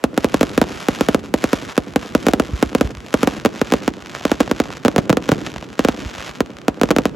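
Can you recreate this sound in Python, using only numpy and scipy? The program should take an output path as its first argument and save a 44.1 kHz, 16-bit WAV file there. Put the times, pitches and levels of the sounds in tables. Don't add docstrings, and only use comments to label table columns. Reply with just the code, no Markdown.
import sys
import numpy as np
from scipy import signal
from scipy.fft import rfft, irfft, next_fast_len
from scipy.io import wavfile

SR = 44100
rng = np.random.default_rng(int(sys.argv[2]) if len(sys.argv) > 2 else 0)


def how_loud(loudness_db):
    steps = np.asarray(loudness_db, float) / 20
    return 10 ** steps


def inscribe(sig):
    pcm = np.round(np.clip(np.atleast_2d(sig).T, -1, 1) * 32767)
    wavfile.write(sys.argv[1], SR, pcm.astype(np.int16))


N = 315315
M = next_fast_len(N + SR)
HZ = np.fft.rfftfreq(M, 1 / SR) + 1e-3
S = 1j * HZ
PORTS = np.array([[1], [-1]])


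def level(x, db):
    return x * how_loud(db) / np.sqrt(np.mean(x ** 2))


def train(s, size):
    x = np.zeros(M)
    np.add.at(x, (np.asarray(s) * SR).astype(int), size)
    return rfft(x)


def late(ms):
    return np.exp(-2 * np.pi * S * ms / 1000)


def low(hz):
    return 1 / (1 + S / hz)


def ring_high(hz, damp):
    return S * S / (S * S + damp * hz * S + hz * hz)


def smear(hz, damp):
    return (S * S - damp * hz * S + hz * hz) / (S * S + damp * hz * S + hz * hz)


def shock(ms):
    w = 2 * np.pi * S * ms / 1000
    return -SR * ms / 1000 * w / (1 + w) ** 2


def scatter(clicks, t60, db, lo_hz, hi_hz, apart):
    t = np.arange(SR // 2) / SR
    fade = np.exp(-np.log(1000) * t / t60) * (1 - np.exp(-t / 0.00011))
    mid, side = rng.standard_normal((2, M)) * irfft(clicks * rfft(fade, M), M)
    noise = rfft(mid + apart * side * PORTS)
    return noise * how_loud(db) * low(hi_hz) * (1 - low(lo_hz))


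def deep(clicks):
    slope = 1 + how_loud(-11.5) * late(128.9)
    return clicks * smear(83, 14.0) * ring_high(52.4, 0.57) * slope


# time_s, raised_share (0 level to 1 raised)
PHONE_TILT = [
    (0.0, 0),
    (2.9, 0.12),
    (3.3, 0.1),
    (3.6, 1),
    (4.602, 0.86),
    (5.6, 1),
    (7.15, 0.7),
]


def tilt():
    return np.interp(np.arange(M) / SR, *np.transpose(PHONE_TILT))


def wash():
    mid, side = rng.standard_normal((2, M))
    hiss = rfft(mid + 0.45 * side * PORTS)
    hiss = hiss * low(900) * low(4000) * ring_high(250, 1.55)
    return rfft(level(irfft(hiss, M), -43))


def roll():
    rise_s, salute_fall_s, heavy_fall_s = 0.084, 0.09, 0.13
    salute_db, heavy_db, far_db = -35.5, -36, -41
    t = np.arange(SR) / SR
    power = how_loud(2 * far_db)
    for rows, fall_s, roll_db in ((SALUTES, salute_fall_s, salute_db), (BIG_SHELLS, heavy_fall_s, heavy_db)):
        s, db = np.transpose(rows)
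        swell = np.exp(-t / fall_s) * (1 - np.exp(-t / rise_s)) ** 2
        answers = train(s, how_loud(2 * (db + roll_db))) * rfft(swell / swell.max(), M)
        power = power + abs(irfft(answers, M))
    return np.sqrt(power)


def rumble():
    chance = rng.random((1500, 3)).T
    s = chance[0] * N / SR
    size = how_loud(np.minimum(-4 * np.log(chance[1]), 9))
    sign = np.sign(chance[2] - .5)
    x = train(s, size * sign) + scatter(train(s, size), 0.13, -32, 130, 1370, 0.59)
    x = x * shock(1.0) * low(730) ** 2 * ring_high(126, 1.3)
    x = x / (1 + (HZ / 560) ** 6)
    return rfft(level(irfft(x, M), -3.5) * roll())


# start_s, level_db, push_ms
MORTARS = [
    (2.529, -12, 5.5),
    (2.843, -14, 5.5),
    (5.572, -29, 5.5),
    (6.053, -19, 5.5),
    (6.29, -33, 5.5),
]
# start_s, level_db
BIG_SHELLS = [
    (4.985, 1),
    (5.104, -0.5),
    (5.322, 3),
    (5.513, -27),
]


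def thumps():
    lifts = sum(train([s], how_loud(db + 7)) * shock(ms) for s, db, ms in MORTARS)
    s, db = np.transpose(BIG_SHELLS)
    shells = train(s, how_loud(db)) * shock(3.4) * ring_high(162, 0.64) * low(470) ** 2
    return shells - deep(lifts) * low(170) * low(200) * late(2.3)


# start_s, length_s, level_db
SPARK_SWARMS = [(0.14, 0.53, -36.5), (0.623, 0.57, -33.5), (1.144, 0.19, -44), (1.337, 0.45, -34.5),
                (1.736, 0.23, -43.5), (1.948, 0.43, -37), (2.33, 0.63, -38.5), (2.9, 0.48, -45),
                (3.09, 0.35, -35), (3.49, 0.45, -36), (3.386, 0.2, -40), (3.875, 0.24, -44.5),
                (4.04, 0.22, -37), (4.165, 0.28, -36.5), (4.34, 0.48, -37), (4.78, 0.43, -42),
                (5.192, 0.38, -36.5), (5.51, 0.22, -43), (5.666, 0.14, -37.5), (5.76, 0.37, -35),
                (6.043, 0.31, -32.5), (6.29, 0.12, -36.5), (6.7, 0.12, -48), (6.8, 0.35, -41.5)]
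SPARSE = .7


def swarm_db():
    swell_s, die_s, embers_db = .07, .07, -62
    t = np.arange(M) / SR
    power = how_loud(2 * embers_db)
    for s, length, db in SPARK_SWARMS:
        shape = np.clip(np.minimum((t - s) / swell_s, (s + length - t) / die_s), 0, 1)
        power = power + (how_loud(db) * shape) ** 2
    return 10 * np.log10(power)


def swarm_lift_db():
    return swarm_db() - np.max(np.transpose(SPARK_SWARMS)[2])


def crackle(count=6000):
    chance = rng.random((count, 3)).T
    s = np.repeat(rng.random(count // 3) * N / SR, 3) + 0.023 * chance[0]
    size = how_loud(np.minimum(-4.5 * np.log(chance[1]), 13))
    lift_db = swarm_lift_db()
    dense = how_loud(SPARSE * lift_db[(s * SR).astype(int)])
    lit = np.repeat(rng.random(count // 3), 3) < dense
    size = size * lit / np.sqrt(dense)
    wide = chance[2] < .3
    ticks = train(s, size * ~wide) * shock(0.095) + .5 * train(s, size * wide) * shock(0.21)
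    mid, side = rng.standard_normal((2, M))
    sizzle = rfft(mid) * shock(0.15) + 1.4 * rfft(side) * shock(0.2) * low(870) * PORTS
    thin_db = .5 * lift_db - 4 * tilt()
    x = level(irfft(ticks, M), 1.0) + level(irfft(sizzle, M), -1.9) * how_loud(thin_db)
    return rfft(x * how_loud(swarm_db()))


def swarm_stars(count=520):
    star_db, spread_db, follows, raised_db = -23.5, 4, 0.14, 3
    s, size, luck = rng.random((count, 3)).T
    at = (s * N).astype(int)
    lift_db = swarm_lift_db()[at]
    db = star_db + follows * lift_db + raised_db * tilt()[at]
    db = db + spread_db * np.sqrt(12) * (size - .5)
    lit = luck < how_loud(SPARSE * lift_db)
    return at[lit] / SR, db[lit]


# start_s, level_db
SINGLE_STARS = [(0.1433, -22), (1.2322, -28), (1.767, -14), (1.9197, -32.5), (1.937, -20), (2.7852, -16),
                (2.9507, -17), (3.0045, -20), (3.0634, -24), (3.0848, -19), (3.1288, -13), (3.704, -15.5),
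                (4.0232, -18), (4.0604, -17), (4.15, -8), (5.4504, -19), (5.4651, -6.5), (5.545, -23),
                (5.5827, -15.5), (6.356, -18), (6.461, -20), (6.5038, -23.5), (6.5688, -19.5),
                (6.5862, -18.5), (6.6162, -21), (6.649, -33), (6.7442, -25), (6.7751, -31), (6.7975, -22.5),
                (6.8886, -19)]
# start_s, level_db
SMALL_SHELLS = [(0.1716, -32), (0.2378, -22), (0.6279, -18), (0.64, -18), (0.693, -24), (1.434, -27),
                (2.028, -23), (2.7301, -23), (3.2273, -22), (3.287, -24), (3.3354, -25), (3.3491, -27),
                (4.1498, -27), (4.1657, -23.5), (4.2106, -24), (4.266, -21), (4.297, -22.5), (4.477, -18.5),
                (4.6562, -23), (4.704, -21), (5.287, -23), (5.4654, -30), (5.4704, -18), (5.5614, -18.5),
                (5.626, -22.5), (5.807, -21), (6.8894, -18)]


def pops():
    s, db = np.hstack([np.transpose(SINGLE_STARS), swarm_stars()])
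    ticks = train(s, how_loud(db + 9.5))
    stars = shock(.12) * (ticks + scatter(ticks, 0.016, -26.5, 500, 6900, 0.53))
    s, db = np.transpose(SMALL_SHELLS)
    bursts = train(s, how_loud(db + 13))
    echoed = bursts * (1 + .3 * late(1.1))
    shells = shock(.5) * (echoed + scatter(bursts, .025, -26, 300, 4000, .5))
    return stars + shells


def overhead(stars):
    level_clear, raised_clear = 0.39, 0.49
    clear = np.clip(level_clear + (raised_clear - level_clear) * tilt(), 0, 1)
    stars = stars * low(13400) / (1 + (HZ / 15300) ** 60)
    shaded = stars / (1 + (HZ / 7500) ** 6)
    return rfft(clear * irfft(stars, M) + (1 - clear) * irfft(shaded, M))


# start_s, body_db
SALUTE_SHOTS = [(0.04, 0.5), (0.177, -1.3), (0.2447, -0.5), (0.343, -0.5), (0.4107, 0.8), (0.4306, -4),
                (0.5777, 1), (0.6155, 1.5), (0.8854, 0.1), (1.0094, 0), (1.0866, 0.5), (1.146, 0),
                (1.3402, 0.5), (1.4409, -2), (1.5314, -0.7), (1.7782, 0.5), (1.9602, -0.3), (2.1505, 2),
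                (2.267, 0), (2.2851, -1.1), (2.3354, -0.2), (2.3985, 0), (2.6267, 1.5), (2.75, -0.1),
                (2.8106, 0.4),
                (3.141, 0.8), (3.2314, -0.3), (3.2738, -0.2), (3.4504, -1), (3.4594, -1), (3.6151, -2),
                  (3.7224, -1), (3.7378, -2), (3.8786, -1.6), (4.2527, -3), (4.3164, -0.2), (4.404, -2.5),
                  (4.4077, -4.5), (4.5134, -2), (4.6012, -1), (4.85, 0.5), (4.882, -5), (4.962, -3),
                  (4.9814, -3), (5.0957, -3), (5.1016, -1.5), (5.1708, -3.5), (5.2907, -1), (5.3178, -1),
                (5.7928, -1), (5.849, 0), (5.886, -0.5), (6.4055, -2), (6.6822, -0.5), (6.8143, -1),
                 (6.8342, -1.1), (6.9062, -1.5), (6.9122, -3), (6.964, -2.2), (6.9854, -2), (7.055, -2.5)]
SALUTES = SALUTE_SHOTS
# start_s, body_db, crack_db
MUFFLED_BANGS = [
    (4.8585, -1.5, -2.6),
    (4.9867, -5, -6),
    (5.1283, -5, 1.5),
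    (5.3243, -9, -14),
]


def salutes():
    s, body_db = np.transpose(SALUTES)
    crack_db = 4 + 0.45 * rng.standard_normal(len(s))
    return np.hstack([[s, body_db, crack_db], np.transpose(MUFFLED_BANGS)])


# delay_ms, gain, dull_above_hz
GROUND_ECHOES = [
    (.9, -.35, 1350),
    (3.52, 1.5, 200),
]
# delay_ms, level_db
WALL_ECHOES = [
    (20.3, -30),
    (91, -20),
    (101, -22),
]


def bangs():
    s, body_db, crack_db = salutes()
    wander = rng.standard_normal((len(s), 2)).T
    body = how_loud(body_db)
    front = train(s, body) * low(837) + train(s, how_loud(crack_db)) * (1 - low(816))
    ground = 0
    for k, ((ms, gain, hz), w) in enumerate(zip(GROUND_ECHOES, wander)):
        echo = train(s + .00008 * k * w, body * how_loud(1.0 * w))
        ground = ground + gain * late(ms) * low(hz) * echo
    blast = shock(2.06) * ring_high(306, .52) * late(-.1)
    walls = sum(how_loud(db) * late(ms) for ms, db in WALL_ECHOES) * low(700)
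    tail = scatter(train(s, body), 0.048, -23.5, 570, 7500, 0.4) * ring_high(616, 0.78)
    tail = tail + scatter(train(s + 0.0084, body), 0.22, -41.0, 400, 740, 1.0) * low(840)
    boom = how_loud(-4.5) * deep(front) * shock(1.8) * late(10.0) * low(53.3) ** 2
    return how_loud(2.5) * blast * ((front + ground) * (1 + walls) + tail) + boom


def scene():
    background = wash() + rumble() + thumps()
    sky = overhead(crackle() + pops())
    return irfft(background + sky + bangs(), M)[:, :N]


def roll_off(x):
    return signal.sosfilt(signal.butter(12, 17150, fs=SR, output="sos"), x)


# split_hz, damping
SPLITTERS = [
    (238, 1.41),
    (630, 1.41),
    (4100, .7),
    (11000, 1.41),
]
# pitch_hz, level_db
MIC_TONE = [(25, -9), (40, -6.5), (60, 3), (250, 0), (450, -0.5), (640, 0.5), (850, -2.5), (1400, -0.5),
            (2000, -3.5), (3000, -2.5), (4500, -5), (7000, -2), (12000, -0.5), (16000, -5)]
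# pitch_hz, left_minus_right_db
PORT_LEAN = [
    (60, -1),
    (500, -1.4),
    (1300, -2),
    (2400, 1),
    (8000, 0),
    (15000, -.6),
]


def curve(rows):
    hz, value = np.transpose(rows)
    return np.interp(np.log(HZ), np.log(hz), value)


def record(dry):
    chirp = np.prod([smear(hz, damp) for hz, damp in SPLITTERS], axis=0)
    lead = 2 * np.pi * .000241 * 300 * np.logaddexp(0, (HZ - 6925) / 300)
    lead -= 0.86 * np.exp(-(np.log(HZ / 1500) / 0.39) ** 2)
    lean_db = curve(PORT_LEAN)
    ports = np.array([how_loud(lean_db / 2), how_loud(-lean_db / 2) * np.exp(1j * lead)])
    top = 1 / (1 + (HZ / 16400) ** 60)
    x = irfft(rfft(dry, M) * chirp * ports * how_loud(curve(MIC_TONE)) * top, M)[:, :N]

    raised = tilt()[:N]
    raised_lean_db, level_treble_db, raised_treble_db = -0.3, -1, -8
    x = x * how_loud(np.outer([.5, -.5], raised_lean_db * (raised - .5)))
    shaded_band = 1 / (1 + (8900 / HZ) ** 8) / (1 + (HZ / 13200) ** 16)
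    treble = irfft(rfft(x, M) * shaded_band, M)[:, :N]
    treble_db = level_treble_db + (raised_treble_db - level_treble_db) * raised
    x = x + treble * (how_loud(treble_db) - 1)

    knee = .6
    rounded = knee + (1 - knee) * np.tanh((abs(x) - knee) / (1 - knee))
    mix = np.where(abs(x) < knee, x, np.sign(x) * rounded)
    return roll_off(mix)


dry = scene()
out = record(dry)
inscribe(out)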